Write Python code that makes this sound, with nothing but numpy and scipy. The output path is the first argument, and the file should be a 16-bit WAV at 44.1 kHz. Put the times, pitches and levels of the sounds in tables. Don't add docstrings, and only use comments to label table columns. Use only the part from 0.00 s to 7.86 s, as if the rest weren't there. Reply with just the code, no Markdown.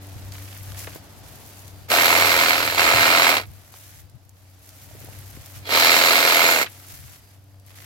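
import sys
import numpy as np
from scipy import signal
from scipy.fft import rfft, irfft
from scipy.io import wavfile
from scipy.ndimage import uniform_filter1d

SR = 44100
rng = np.random.default_rng(int(sys.argv[2]) if len(sys.argv) > 2 else 0)


def dump_mix(stems):
    frames = np.atleast_2d(stems).T
    limited = np.clip(frames, -1, 1)
    pcm = np.round(limited * 32767).astype(np.int16)
    wavfile.write(sys.argv[1], SR, pcm)


N = 346560
T = np.arange(N) / SR

# time in seconds, strokes per second.
FIRST_SPEED = [(1.884, 22), (1.92, 43.6), (2.02, 42.2), (2.47, 42.2), (2.55, 41.3), (2.78, 42.25),
               (3.3, 42.3), (3.385, 33), (3.46, 20)]
SECOND_SPEED = [(5.597, 13), (5.7, 31.3), (5.745, 39), (5.773, 41), (5.88, 42.05), (6.53, 42.08),
                (6.63, 34), (6.69, 18)]
# strokes per second, relative force in dB.
FORCE_AT_SPEED = [(15, -45), (22, -32), (26, -20), (30, -15), (34, -5), (42, 0)]
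def saw():
    speeds = [FIRST_SPEED, SECOND_SPEED]
    bursts = [crank(speed) for speed in speeds]
    turns, running = np.sum(bursts, axis=0)
    stroke_rate = sum(curve(speed) * on for speed, (_, on) in zip(speeds, bursts))
    force_db = np.interp(stroke_rate, *np.transpose(FORCE_AT_SPEED))
    level_db, bright_db, thrash_db, hollow_db = branch_load(force_db)
    slack = 1 + np.clip(0.37 * (-18.5 - level_db), 0, 1.5)
    blows = [slide(*burst, slack, chatter_db=-5, chatter_per_s=650) for burst in bursts]
    drive = knocks(np.vstack(blows))
    duty = np.sqrt(np.mean(running))
    body = housing(drive) * duty + gear_whine(turns) * running
    treble = butterworth(body, 1, [3000, 6200], "band")
    hollow = butterworth(body, 1, [380, 540], "band")
    body = body + (undb(bright_db) - 1) * treble + (undb(hollow_db) - 1) * hollow
    tool = body * undb(level_db) + free_rod(drive) * duty * undb(force_db)
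    return radiate(tool) + thrashing(turns) * running * undb(thrash_db)

def crank(speed):
    running = (T >= speed[0][0]) & (T <= speed[-1][0])
    return np.cumsum(curve(speed) * running) / SR * running, running

# start in seconds, knock gain in dB, its drift in
# dB/s, treble gain in dB, its drift in dB/s, leaf gain in dB, its drift in dB/s, hollow gain in dB.
BRANCH_HOLDS = [(1.884, -15, -3, -2.5, 4.5, -22, -6, 1.5), (2.778, -15.5, 2.5, -1.5, -1, -27, 2, -1),
                (5.607, -16, -.5, 5, -5.5, -22, -1.5, 3)]
def branch_load(force_db):
    holds = np.array(BRANCH_HOLDS)
    held = np.maximum(np.searchsorted(holds[:, 0], T) - 1, 0)
    start, knock, knock_drift, bright, bright_drift, leaves, leaves_drift, hollow = holds[held].T
    held_s = np.clip(T - start, 0, 1)
    slip_s = np.maximum(T - 2.508, 0) * (held == 0)
    knock_db = knock + knock_drift * held_s + force_db - 32.5 * slip_s
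    leaves_db = leaves + leaves_drift * held_s + force_db - 20 * slip_s
    return knock_db, bright + bright_drift * held_s, leaves_db, hollow

# fraction of the turn, relative crack in dB, relative dull push
# in dB, timing scatter in milliseconds before slack widens it.
TURN_BLOWS = [(0, -1.5, -2, .1), (.035, -2, -2, .15), (.075, -3.5, -3.5, .25), (.125, -5, -3, .2),
              (.28, -12, -11, .5), (.48, -.5, -6, .15), (.515, -4.5, -8, .25), (.58, -10, -10, .45),
              (.67, -12, -12, .5)]
def slide(turns, running, slack, chatter_db, chatter_per_s, scatter_db=.9):
    whole_turns, run_times, rows = np.arange(int(np.max(turns)) + 1), T[running], []
    for share, crack_db, push_db, scatter_ms in TURN_BLOWS:
        late, uneven = rng.standard_normal((len(whole_turns), 2)).T
        when = np.interp(whole_turns + share, turns[running], run_times)
        loose = np.interp(when, T, slack)
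        size = undb(scatter_db * uneven * loose) * (whole_turns + share < np.max(turns))
        when = when + late * loose * scatter_ms / 1000
        rows.append(np.c_[when, size * undb(crack_db), size * undb(push_db)])
    run_s = np.ptp(run_times)
    when, size = rng.random((int(chatter_per_s * run_s), 2)).T
    rows.append(np.c_[run_times[0] + when * run_s, undb(chatter_db) * (2 * size - 1), 0 * size])
    return np.vstack(rows)

def knocks(blows, points=8):
    times, crack, push = blows.T
    point = rng.integers(0, points, len(times))
    cracks = 0
    for k in range(points):
        hits = clicks(times[point == k], crack[point == k])
        response = contact(crack_t60=0.006, tail_t60=0.17, tail_db=-12.5)
        cracks = cracks + signal.oaconvolve(hits[None], response, axes=1)[:, :N]
    push_spectrum = [(150, -6.5), (300, -0.5), (600, -1.5), (1300, -1.5), (3000, -11.5), (8000, -23)]
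    crack_spectrum = [(150, -11), (500, -6), (1100, -2), (5000, 0.5), (9000, -3), (14000, -4)]
    return colour(unit(clicks(times, push)), push_spectrum) + colour(unit(cracks), crack_spectrum)

def contact(crack_t60, tail_t60, tail_db):
    t = T[:SR // 6]
    envelope = fade(t, crack_t60) + undb(tail_db) * fade(t, tail_t60)
    return unit(stereo_noise(split_hz=2500, envelope=envelope))

# frequency in Hz, relative level in dB.
KNOCK_SPECTRUM = [(71, -22.5), (120, -11), (192, -16), (288, -8), (353, -11.5), (690, -4.5), (796, -7.5),
                  (955, -7), (1760, -5), (2110, -4.5), (3370, -13), (4130, -7), (5960, -21), (13200, -25.5),
                  (15500, -24)]
# frequency in Hz, relative level in dB, 60 dB decay in seconds.
HOUSING_MODES = [(698, -23, 0.041), (935, -24, 0.029), (1340, -20.5, 0.015), (2100, -14, 0.022),
                 (2306, -18.5, 0.022), (4020, -39.5, 0.019), (7740, -28.5, 0.073)]
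def housing(drive):
    body = unit(colour(drive, KNOCK_SPECTRUM)) + resonate(drive, HOUSING_MODES)
    return unit(butterworth(body, 4, 142, "high"))

# multiple of the crank speed, relative level in dB.
GEAR_ORDERS = [(6, -31), (7, -25), (10, -25), (13, -22), (16, -17), (22, -20), (24, -22), (49, -24),
               (98, -27)]
def gear_whine(turns):
    phase = 2 * np.pi * (turns + 0.0034 * walk(30))
    return sum(undb(db) * np.sqrt(2) * np.sin(order * phase) for order, db in GEAR_ORDERS)

# frequency in Hz, relative level in dB, 60 dB decay in seconds.
ROD_MODES = [(6820, 2, .033), (2108, 1, .08)]
# centre in seconds, gain in dB, half-width in seconds.
ROD_SWELLS = [(2.15, -36, 0.087), (2.44, -40, .1), (2.89, -36.5, 0.13), (3.2, -39.5, 0.081),
              (5.98, -35, .17), (6.38, -38, .08), (6.55, -33, 0.12)]
def free_rod(drive):
    return resonate(drive, ROD_MODES) * swells(ROD_SWELLS)

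# frequency in Hz, left minus right level in dB.
TOOL_BALANCE = [(200, 0), (700, 3), (1300, -3), (2400, -6), (4400, -1.5), (8000, 0.5)]
def radiate(tool, lag_samples=9):
    left = colour(tool[0], [(hz, db / 2) for hz, db in TOOL_BALANCE])
    right = colour(np.roll(tool[1], lag_samples), [(hz, -db / 2) for hz, db in TOOL_BALANCE])
    return np.vstack([left, right])

# frequency in Hz, relative level in dB.
THRASH_SPECTRUM = [(150, -59), (1500, -5), (4000, -3.5), (7000, -1), (9500, -7), (13000, 2.5),
                   (16000, -7.5)]
def thrashing(turns):
    beat = 1 + 0.067 * np.cos(4 * np.pi * (turns - .08))
    return crackle(THRASH_SPECTRUM, per_s=2800, spread_db=3, t60=0.021) * beat * pan(db=-2)

# frequency in Hz, relative level in dB.
RUSTLE_SPECTRUM = [(530, -25), (900, -9), (1270, -4), (2060, -1.5), (3290, -4), (5630, -2), (6430, -1),
                   (8890, -4.5), (12300, 0.5), (15800, -8.5)]
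# start in seconds, length in seconds, rustle in dB, dry stalks in dB.
LEAF_SWEEPS = [(0.0, .3, -51, -57.5), (0.31, 0.66, -46.5, -51.5), (0.753, 0.084, -40, -56),
               (1.02, 0.26, -54.5, -75), (1.226, 0.47, -49.5, -69), (1.68, 0.17, -56, -70.5),
               (3.45, 0.45, -55, -66), (3.708, 0.29, -50.5, -62), (4.35, 0.29, -61, -69.5),
               (4.61, .2, -51.5, -69), (4.8, .2, -51.5, -61), (4.98, .6, -49, -55.5),
               (5.538, .045, -46, -65), (6.675, 0.48, -48.5, -58.5), (6.879, 0.084, -44.5, -76),
               (7.15, 0.2, -58, -66), (7.644, .22, -55, -56), (7.746, 0.13, -50.5, -53.5)]
def bush(rest_db=-65.5, attack_s=0.022, settle_t60=0.2):
    leaf_power, stalk_power = undb(rest_db) ** 2, 0
    for start, length, leaves_db, stalks_db in LEAF_SWEEPS:
        rise = np.clip((T - start) / attack_s, 0, 1)
        sweep = rise * fade(np.maximum(T - start - length, 0), settle_t60)
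        leaf_power = leaf_power + (sweep * undb(leaves_db)) ** 2
        stalk_power = stalk_power + (sweep * undb(stalks_db)) ** 2
    edge_spectrum = [(200, -40), (3000, -18), (8000, -8), (12500, 0), (16000, -3)]
    stalk_spectrum = [(200, -30), (900, -6), (2000, 0), (5000, -8), (13000, -24)]
    rustle = crackle(RUSTLE_SPECTRUM, per_s=1400, spread_db=1.5, t60=0.047)
    edges = undb(-3) * crackle(edge_spectrum, per_s=130, spread_db=2.55, t60=.016)
    stalks = crackle(stalk_spectrum, per_s=150, spread_db=2, t60=.018)
    return (rustle + edges) * np.sqrt(leaf_power) + stalks * np.sqrt(stalk_power)

def crackle(spectrum, per_s, spread_db, t60):
    when, chance, place = rng.random((int(per_s * N / SR), 3)).T
    size = undb(-spread_db * np.log(np.maximum(chance, .004)))
    energy = [clicks(when * N / SR, size ** 2 * share) for share in (place, 1 - place)]
    envelope = np.sqrt(signal.lfilter([1], [1, -fade(1 / SR, t60) ** 2], energy) + 1e-12)
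    return unit(colour(envelope * stereo_noise(split_hz=430), spectrum))

# start in seconds, peak in dB, centre frequency in Hz, 60 dB decay in seconds.
DULL_KNOCKS = [(0.871, -26, 1870, 0.061), (0.874, -25, 744, 0.043), (0.958, -27, 450, 0.016),
               (2.778, -9.5, 1184, 0.023), (3.74, -37.5, 700, 0.025), (4.911, -37, 487, 0.022),
               (4.95, -33.5, 299, 0.023), (5.013, -38, 439, 0.025), (5.042, -36, 252, 0.025),
               (5.075, -38, 409, 0.028), (5.086, -32, 460, 0.012), (5.371, -36, 347, 0.031),
               (6.664, -21.5, 2020, 0.069)]
TWIG_TICKS = [(0.321, -27, 4370, 0.02), (0.352, -32, 1850, 0.032), (0.528, -32, 2200, 0.02),
              (0.72, -29, 2060, 0.013), (0.791, -22.5, 7600, 0.044), (1.592, -31, 11000, 0.02),
              (1.679, -31, 9000, 0.03), (3.74, -32.5, 1880, 0.008), (4.097, -41, 10000, 0.02),
              (4.293, -35, 11900, 0.02), (4.691, -30.5, 6910, 0.015), (5.46, -25, 11000, 0.018),
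              (7.543, -50.5, 1070, 0.016), (7.598, -41, 10000, 0.02)]
def taps(rows, band_ratio, split_hz):
    out, t = np.zeros((2, N)), T[:SR // 10]
    for s, db, hz, t60 in rows:
        band = [hz / band_ratio, min(hz * band_ratio, .45 * SR)]
        tap = butterworth(stereo_noise(split_hz, fade(t, t60)), 2, band, "band")
        start = int(s * SR)
        out[:, start:start + len(t)] += (tap * undb(db) / np.max(np.abs(tap)))[:, :N - start]
    return out

# start in seconds, length in seconds, frequency in Hz, level in dB.
MOTOR_SQUEAK = [(5.647, 0.057, 3290, -44)]
FAR_CHIRPS = [(.89, .13, 4700, -61), (1.47, 0.12, 4660, -65), (1.74, 0.14, 4720, -65),
              (4.03, .07, 4730, -74), (4.44, .14, 4700, -72), (7.2, 0.13, 4800, -66),
              (7.44, 0.38, 4750, -76)]
def whistles(rows, waver):
    out, warped_time = np.zeros(N), np.cumsum(1 + waver * walk(250)) / SR
    for s, length, hz, db in rows:
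        on = (T > s) & (T < s + length)
        arch = np.sqrt(2 * np.abs(np.sin(np.pi * (T[on] - s) / length)))
        out[on] += undb(db) * arch * np.sin(2 * np.pi * hz * warped_time[on])
    return out

# frequency in Hz, relative level in dB.
WIND_SPECTRUM = [(20, -36), (32, -15.5), (47, -6.5), (70, 2.5), (125, 2), (200, -18), (400, -34.5),
                 (1000, -56)]
# centre in seconds, level in dB, half-width in seconds.
WIND_GUSTS = [(.17, -37, 0.019), (.3, -45.5, 0.16), (.7, -43, 0.095), (.92, -46, 0.077),
              (1.25, -53.5, 0.24), (1.78, -48.5, 0.12), (2.36, -53.5, .08), (2.97, -36, 0.04),
              (2.9, -45.5, 0.41), (3.5, -44, 0.063), (4.0, -55.5, 0.081), (4.16, -45.5, .02),
              (5.022, -46.5, 0.13), (5.23, -51, .05), (5.38, -45, 0.059), (5.59, -41.5, .04),
              (6.94, -42, 0.0077), (7.03, -49.5, 0.1)]
def wind(breeze_db=-57.5):
    rumble = unit(colour(stereo_noise(split_hz=45), WIND_SPECTRUM))
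    return rumble * (undb(breeze_db) + swells(WIND_GUSTS)) * pan(db=6.5)

# multiple of the firing rate, relative level in dB.
ENGINE_HARMONICS = [(1, 4), (2, -18.5), (3, -13), (4, -25.5), (5, -24.5), (6, -23.5), (7, -26.5)]
# time in seconds, level in dB.
ENGINE_LEVEL = [(0, -44), (.45, -39.5), (.92, -43), (1.04, -52.5), (1.5, -51), (1.77, -41.5), (2.1, -47),
                (2.75, -49), (3.2, -58), (3.4, -45), (3.6, -51), (4.3, -53), (5.0, -47), (5.65, -46.5),
                (6.35, -56), (6.9, -51.5), (7.23, -56), (7.4, -51)]
def distant_engine(firing_hz=96.7, waver_db=2):
    phase = 2 * np.pi * np.cumsum(firing_hz * (1 + 0.00785 * walk(3))) / SR
    hum = sum(undb(db + 1.5 * walk(7.7)) * np.sin(round(k) * phase) for k, db in ENGINE_HARMONICS)
    return unit(hum) * undb(curve(ENGINE_LEVEL) + waver_db * walk(8)) * pan(db=2)

# frequency in Hz, relative level in dB.
AMBIENT_SPECTRUM = [(30, -32), (100, 1.5), (280, 0.5), (420, -4), (700, 0.5), (1050, -6.5), (2200, -11.5),
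                    (5000, -13.5), (15000, -32)]
# time in seconds, level in dB.
AMBIENT_LEVEL = [(0, -50), (.9, -49), (1.3, -49), (1.8, -51.5), (3.6, -56), (4.3, -61.5), (4.75, -57),
                 (5.08, -51.5), (6.75, -54), (7.2, -58.5), (7.6, -61.5), (7.86, -54)]
def neighbourhood():
    air = unit(colour(stereo_noise(split_hz=700), AMBIENT_SPECTRUM))
    return air * undb(curve(AMBIENT_LEVEL) + 0.65 * walk(7.2))

def resonate(drive, modes):
    out = 0
    for hz, db, t60 in modes:
        pole = fade(1 / SR, t60)
        feedback = [1, -2 * pole * np.cos(2 * np.pi * hz / SR), pole ** 2]
        out = out + undb(db) * unit(signal.lfilter([1, 0, -1], feedback, drive + 1e-12))
    return out

def colour(x, points, size=4096):
    hz, db = np.transpose(points)
    gain = undb(np.interp(np.log(np.fft.rfftfreq(size, 1 / SR) + 1), np.log(hz), db))
    cepstrum = irfft(np.log(gain))
    cepstrum[1:size // 2] *= 2
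    cepstrum[size // 2 + 1:] = 0
    response = irfft(np.exp(rfft(cepstrum)))
    return signal.fftconvolve(np.atleast_2d(x), response[None], axes=1)[:, :x.shape[-1]]

def butterworth(x, order, hz, kind):
    return signal.sosfilt(signal.butter(order, hz, kind, fs=SR, output="sos"), x)

def stereo_noise(split_hz, envelope=np.ones(N)):
    n = len(envelope)
    ratio = np.fft.rfftfreq(n, 1 / SR) / split_hz
    spectra = rfft(rng.standard_normal((3, n)) * envelope)
    return irfft((spectra[0] + np.sqrt(ratio) * spectra[1:]) / np.sqrt(1 + ratio), n)

def walk(per_s):
    hold = int(SR / per_s)
    steps = np.repeat(rng.standard_normal(N // hold + 1), hold)
    return unit(uniform_filter1d(uniform_filter1d(steps, hold), hold)[:N])

def swells(rows):
    return sum(undb(db) * np.exp(-((T - s) / half_width) ** 2) for s, db, half_width in rows)

def clicks(times, sizes):
    return np.bincount(np.clip(times * SR, 0, N - 1).astype(int), sizes, N)

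def fade(t, t60):
    return np.exp(-np.log(1000) * t / t60)

def curve(rows):
    return np.interp(T, *np.transpose(rows))

def pan(db):
    return undb(np.array([[db], [-db]]) / 2)

def undb(db):
    return 10 ** (np.asarray(db) / 20)

def unit(x):
    return x / np.sqrt(np.mean(x ** 2))

def scene():
    bumps = taps(DULL_KNOCKS, band_ratio=1.63, split_hz=340)
    ticks = taps(TWIG_TICKS, band_ratio=2.2, split_hz=2000)
    tones = whistles(FAR_CHIRPS, waver=.012) + whistles(MOTOR_SQUEAK, waver=.025)
    return saw() + bush() + bumps + ticks + tones + wind() + distant_engine() + neighbourhood()

def record(dry, ceiling=.9, top_hz=15950):
    rounded = dry / (1 + (dry / ceiling) ** 6) ** (1 / 6)
    return signal.sosfilt(signal.ellip(10, .2, 75, top_hz, fs=SR, output="sos"), rounded)

dry = scene()
out = record(dry)
dump_mix(out)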